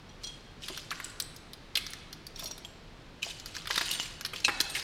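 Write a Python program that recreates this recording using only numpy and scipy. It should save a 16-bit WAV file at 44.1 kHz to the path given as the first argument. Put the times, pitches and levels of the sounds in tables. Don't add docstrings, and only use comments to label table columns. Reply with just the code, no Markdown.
import sys
import numpy as np
from scipy import signal
from scipy.fft import rfft, irfft
from scipy.io import wavfile

SR = 44100
rng = np.random.default_rng(int(sys.argv[2]) if len(sys.argv) > 2 else 0)


def materialize(psi):
    bounded = np.clip(np.atleast_2d(psi).T, -1, 1)
    quanta = np.round(bounded * 32767).astype(np.int16)
    wavfile.write(sys.argv[1], SR, quanta)


N = 212982

# (frequency [Hz], level [dB])
TOWN_SPECTRUM = [(20, -15), (50, -12), (100, -8), (160, -11), (270, -13), (450, -16), (600, -19),
                 (1000, -21.5), (2000, -24), (4200, -27), (5400, -32.5), (6300, -37), (16000, -56)]
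SHARD_MODES = { "strip": [(3260, 0.5, 0.24), (4200, 3.5, 0.048), (4840, -10, .04), (5800, -1.5, 0.07),
               (8629, -15.5, 0.3)], "wedge": [(3550, 4.5, 0.038), (4310, 9, 0.019), (5610, 12, 0.037),
               (6400, 0, 0.034), (12500, -2, 0.026), (15140, -7, .06)], "chip": [(3280, 7, 0.014),
               (7553, -3, 0.28), (10800, -12, 0.12), (12900, -6, 0.097)], "speck": [(9540, 13, 0.006),
               (12900, -5, 0.011), (14000, 1, .01), (15100, -6, .012)], "flake": [(7500, -9, 0.013),
               (7820, 9, 0.0084), (8240, 4, .014)], "blade": [(2518, -1.5, 0.034), (3010, 5.5, 0.03),
               (3820, -0.5, 0.025), (6050, -10.5, 0.037), (12200, -20, 0.077)], "plate": [(2910, 19, 0.052),
               (3830, -12, 0.079), (6400, 6, 0.13), (7200, 7, 0.37), (8958, -7, 0.09), (13000, -5, .13)],
               "pane": [(2633, -4, 0.044), (3860, -14, 0.034), (4200, -10, 0.017), (5500, -19.5, 0.02),
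               (6800, -27, 0.067), (8100, -23.5, 0.12), (11200, -27.5, 0.092)],
               "sliver": [(3820, 2.5, 0.024), (6860, -6, 0.098), (8600, 0, 0.19), (9610, -4, 0.11),
               (13000, -7.5, .07)]}
# (time [s], shard name, level [dB], chatter t60 [s])
SHARD_LANDINGS = [(.092, "strip", -29, .1), (.240, "strip", -10.5, 0.035), (.271, "strip", -11, 0.037),
                  (.636, "blade", -16, .06), (1.0435, "flake", -11, 0.008), (1.099, "flake", -24, 0.025),
                  (1.2228, "flake", -12.5, 0.0071), (1.347, "speck", -36, .008),
                  (1.905, "speck", -22.5, 0.013), (2.36, "wedge", -17, 0.021),
                  (2.393, "wedge", -12.5, 0.062), (2.433, "wedge", -16, .06),
                  (2.458, "wedge", -10.5, 0.075), (2.475, "speck", -23.5, 0.027),
                  (2.512, "wedge", -12.5, 0.032), (2.649, "chip", -15.5, 0.013),
                  (3.222, "blade", -17, 0.054), (3.2292, "blade", -2.5, 0.013),
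                  (3.306, "blade", -12.5, .024), (3.858, "sliver", -11, 0.092),
                  (3.911, "plate", -5.5, 0.067), (3.929, "sliver", -7, 0.06), (3.951, "plate", -11, .056),
                  (3.999, "plate", -3.5, 0.011), (4.448, "pane", 7, 0.051), (4.611, "speck", -14, .015),
                  (4.699, "sliver", -11.5, .04), (4.751, "sliver", -11, 0.088)]
# (time [s], pitch [Hz], glass ring [dB], rubble clack [dB], splinters [dB])
GLASS_BREAKS = [(0.6828, 3460, -11, -17.5, -19), (0.775, 4860, -14, -18.5, -21.5),
                (0.9062, 4370, -10, -19.5, -28), (0.9145, 2310, -14, -7.5, -19.5),
                (.926, 2420, -29, -14, -37), (1.0, 2470, -24, -12, -25.5),
                (1.2003, 4130, -4.5, -17.5, -8.5), (1.363, 4900, -21, -52, -26.5),
                (1.533, 3860, -17, -59, -25.5), (1.754, 3620, 1.5, -13.5, -12.5),
                (1.771, 2870, -0.5, -17, -8), (1.865, 4400, -12.5, -24, -25),
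                (1.934, 5160, -14.5, -19, -23), (2.128, 4300, -15.5, -28, -24),
                (2.267, 4650, -16, -31, -22), (2.395, 5600, -25, -27, -22), (2.441, 4470, -20, -40, -17),
                (2.579, 3550, -22.5, -32, -25.5), (3.398, 4940, -18, -33, -31),
                (3.459, 4700, -13.5, -22.5, -20.5), (3.551, 4800, -16.5, -20, -34),
                (3.566, 5200, -13, -14, -28), (3.656, 3460, -20, -18, -36),
                (3.672, 3580, -10.5, -13.5, -20), (3.708, 3570, -5, -4.5, -18.5),
                (3.758, 3680, -5, -10, -14.5), (3.778, 3840, 0, -2.5, -11), (3.811, 3640, -10, -5, -18),
                (3.913, 4060, -6, -31, -8), (4.21, 5200, -14.5, -18, -22), (4.249, 3820, -5, -13, -18.5),
                (4.261, 4200, -12.5, -21, -17.5), (4.334, 2300, -12.5, -17.5, -22.5),
                (4.359, 2950, -13, -37, -34), (4.4819, 2720, -6, -1, -20), (4.4933, 2540, -24, -1.5, -22),
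                (4.6022, 3910, 4, -8, -8), (4.611, 5830, -6, -15, -11), (4.749, 2155, -4, -30, -24),
                (4.765, 2070, -7.5, -21, -18)]
# (frequency [Hz], level [dB], t60 [s])
RUBBLE_MODES = [(1315, -0.5, 0.01), (1420, -1.5, 0.012), (1675, -2.5, 0.035), (1896, 0.5, 0.022),
                (2300, 2, 0.012)]
# (frequency [Hz], level [dB], t60 [s])
HALL_TAIL = [(100, -0.5, 3.9), (500, 7, 2.56), (1450, 7, 1.37), (2820, 2.5, 1.52), (4700, 5.5, 0.68),
             (8160, 6, 0.8), (15300, 1, 0.28)]
# (time [s], hold [s], level [dB])
SOLE_SCRAPES = [(0.234, 0.019, -52), (0.63, .14, -47.5), (0.923, 0.17, -54), (1.786, .17, -62),
                (2.383, 0.047, -51), (3.241, 0.032, -45), (3.461, .03, -52), (3.551, 0.019, -48.5),
                (3.706, .22, -40), (4.006, 0.018, -43.5), (4.351, 0.023, -47), (4.466, 0.38, -50.5),
                (4.749, 0.025, -40)]
# (frequency [Hz], level [dB])
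GRIT_SPECTRUM = [(300, -21), (800, -20), (1600, -4.5), (3000, 7), (4500, 5.5), (7000, -0.5), (10000, -7.5),
                 (16000, -26)]
# (time [s], level [dB], pitch [Hz])
HEEL_KNOCKS = [(.701, -15.5, 370), (2.425, -19.5, 697), (2.447, -20.5, 620), (2.508, -22, 630),
               (3.265, -19, 690), (3.7035, -8.5, 965), (3.778, -24, 580), (3.812, -15, 710),
               (4.334, -20.5, 500), (4.4825, -4.5, 813), (4.565, -23, 278), (4.604, -14, 290)]

PRESS_S, LIFT_T60_S = 0.036, 0.58


def undb(db):
    return 10 ** (np.asarray(db) / 20)


def unit(x):
    return x / np.sqrt(np.sum(x ** 2) + 1e-18)


def fade(t, t60):
    return np.exp(-np.log(1000) * t / np.maximum(t60, 1e-3))


def add(out, s, x):
    i = int(np.clip(s * SR, 0, N - 1))
    out[i:i + len(x)] += x[:N - i]


def band(x, lo_hz, hi_hz, order=2):
    hi_hz = min(hi_hz, SR / 2 - 1000)
    lo_hz = min(lo_hz, hi_hz * 0.88)
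    return signal.sosfilt(signal.butter(order, [lo_hz, hi_hz], "band", fs=SR, output="sos"), x)


def colour(x, points):
    hz, db = np.transpose(points)[:2]
    bins_hz = np.fft.rfftfreq(len(x), 1 / SR)
    gain = undb(np.interp(np.log(bins_hz + 1), np.log(hz), db))
    return irfft(rfft(x) * gain / np.sqrt(np.mean(gain ** 2)), len(x))


def ring(t, modes):
    return sum(rng.choice([-1, 1]) * undb(db) * np.sin(2 * np.pi * hz * t) * fade(t, t60)
               for hz, db, t60 in modes)


def distant_town(hiss_db=-52, hum_hz=160, hum_db=-64, rumble_db=-57):
    hiss, hum, rumble = rng.standard_normal((3, N))
    hiss = colour(hiss, TOWN_SPECTRUM)
    hum = band(hum, hum_hz - 4, hum_hz + 4)
    rumble = band(rumble, 24.5, 40.4, order=3)
    return undb(hiss_db) * hiss + undb(hum_db) * hum / np.std(hum) + undb(rumble_db) * rumble / np.std(rumble)


def clinks(tick=0.28, detune=0.0074, touch_db=-3.0, slip_s=0.005, slip_db=-8.5):
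    out, t = np.zeros(N), np.arange(SR // 5) / SR
    for s, shard, db, chatter_t60 in SHARD_LANDINGS:
        chatter = unit(rng.standard_normal(len(t)) ** 3 * fade(t, chatter_t60))
        landing = (t == 0) + 1.9 * chatter
        slip = undb(slip_db) * unit(rng.standard_normal(len(t)) * (t < slip_s))
        contact = slip + np.roll(landing, int(slip_s * SR))
        tone = 0
        for hz, mode_db, t60 in SHARD_MODES[shard]:
            mode = ring(t, [(hz * (1 + detune * rng.uniform(-1.09, 1)), 0, t60)])
            weight = undb(mode_db + touch_db * rng.standard_normal())
            tone = tone + weight * unit(signal.fftconvolve(contact, mode)[:len(t)])
        clink = unit(tone) + tick * unit(band(contact, 4400, 7500))
        add(out, s - slip_s, undb(db) * clink)
    return out


def small_breaks(release_db=-16, crumbs=3, crumb_hz=3686, over_grit_db=23.5, spread_db=6.5):
    breaks = [(s, SHARD_MODES[shard][0][0], db + release_db) for s, shard, db, _ in SHARD_LANDINGS]
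    for s, hold_s, db in SOLE_SCRAPES:
        for when, octave, strength in rng.uniform(-1, 1, (crumbs, 3)):
            crumb_s = s + (hold_s + PRESS_S) * (when + 1) / 2
            breaks.append((crumb_s, crumb_hz * 2 ** (octave / 2), db + over_grit_db + spread_db * strength))
    return [(s, hz, db, db - 12.5, db - 11.5) for s, hz, db in breaks]


def fracture(t, run_s, build=0.18):
    return unit(rng.standard_normal(len(t)) ** 3 * fade(t, run_s) * (1 - fade(t, build * run_s)))


def cracks(pinned_cycles=109, rubble_damping=0.77, neighbour_db=-4, splinter_t60=0.0021):
    direct, around, t = np.zeros(N), np.zeros(N), np.arange(SR // 14) / SR
    for s, hz, ring_db, clack_db, splinter_db in GLASS_BREAKS + small_breaks():
        t60 = pinned_cycles / hz / (1 + rubble_damping * min(undb(clack_db - ring_db), 1))
        jerks = fracture(t, 0.97 * t60)
        neighbours = [(hz * ratio, neighbour_db, t60 / 2) for ratio in rng.uniform(.85, 1.45, size=5)]
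        modes = [(hz, 0, t60)] + neighbours
        body = unit(signal.fftconvolve(fracture(t, t60 / 2), ring(t, modes))[:len(t)])
        snap = unit(band(jerks, hz * .76, hz * 1.35))
        stone_modes = [(f * rng.uniform(.92, 1.08), db, decay) for f, db, decay in RUBBLE_MODES]
        rubble = unit(unit(ring(t, stone_modes)) + 0.94 * unit(band(jerks, 1204, 2050)))
        splinter_modes = [(f, 0, splinter_t60) for f in rng.uniform(7500, 14000, size=5)]
        spray = unit(ring(t, splinter_modes)) / 2 + unit(band(jerks, 6800, 12500))
        splinters = undb(splinter_db) * unit(spray)
        add(direct, s, undb(clack_db) * rubble + splinters + undb(ring_db) * unit(snap + 0.94 * body))
        clatter = unit(band(fracture(t, t60), 1155, 2180))
        add(around, s, undb(clack_db) * clatter + splinters + undb(ring_db) * unit(snap + body / 4))
    return direct, around


def hall(x, near_db=-6.5, near_t60=0.12, far_db=-12.5, build_s=0.0088):
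    t = np.arange(int(1.2 * SR)) / SR
    hz, _, t60 = np.transpose(HALL_TAIL)
    edges_hz = np.geomspace(80, 17000, 13)
    tail = 0
    for lo, hi in zip(edges_hz, edges_hz[1:]):
        band_t60 = np.interp(np.log(lo * hi) / 2, np.log(hz), t60)
        tail = tail + band(rng.standard_normal(len(t)), lo, hi, order=3) * fade(t, band_t60)
    tail = colour(unit(tail), HALL_TAIL) * (1 - np.exp(-t / build_s))
    near = unit(rng.standard_normal(len(t)) ** 5 * fade(t, near_t60) * (t > .002))
    return signal.fftconvolve(x, undb(near_db) * near + undb(far_db) * tail)[:N]


def sole_pressure():
    pressure, t = np.zeros(N), np.arange(N) / SR
    for s, hold_s, db in SOLE_SCRAPES:
        press = np.clip(1 + (t - s) / PRESS_S, 0, 1) ** 2
        lift = fade(np.maximum(t - s - hold_s, 0), LIFT_T60_S)
        pressure = np.maximum(pressure, undb(db) * press * lift)
    return pressure


def grit(grains_per_s=2000, spread_db=3.5, pitches=60):
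    strengths = undb(spread_db * np.minimum(rng.exponential(size=N), 4)) * rng.choice([-1, 1], N)
    pops = strengths * (rng.random(N) < grains_per_s / SR)
    kind = rng.integers(0, pitches, N)
    grains, t = np.zeros(N), np.arange(SR // 100) / SR
    for k, hz in enumerate(np.linspace(300, 16000, pitches)):
        grain = unit(ring(t, [(hz, 0, .009)])) + unit(rng.standard_normal(len(t)) * fade(t, .008))
        grains += signal.oaconvolve(pops * (kind == k), grain)[:N]
    return colour(grains / np.std(grains), GRIT_SPECTRUM) * sole_pressure()


def heel_knocks(ring_cycles=24, run_s=0.041, hollow=0.93):
    out, t = np.zeros(N), np.arange(SR // 8) / SR
    for s, db, hz in HEEL_KNOCKS:
        thud = unit(band(fracture(t, run_s, build=0.039), hz * 0.29, hz * 1.78))
        tone = unit(ring(t, [(hz, 0, ring_cycles / hz)]))
        add(out, s, undb(db) * unit(thud + hollow * tone))
    return out


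def scene():
    cracks_direct, cracks_around = cracks()
    shoe = heel_knocks() + grit()
    clinks_around = undb(-1) * clinks(tick=0.38, detune=0.0115)
    direct = cracks_direct + clinks() + shoe
    reflected = hall(cracks_around + clinks_around + shoe)
    return (direct + reflected + distant_town())[None]


def record(dry, top_hz=16000):
    return signal.sosfilt(signal.ellip(8, .2, 70, top_hz, fs=SR, output="sos"), dry)


dry = scene()
out = record(dry)
materialize(out)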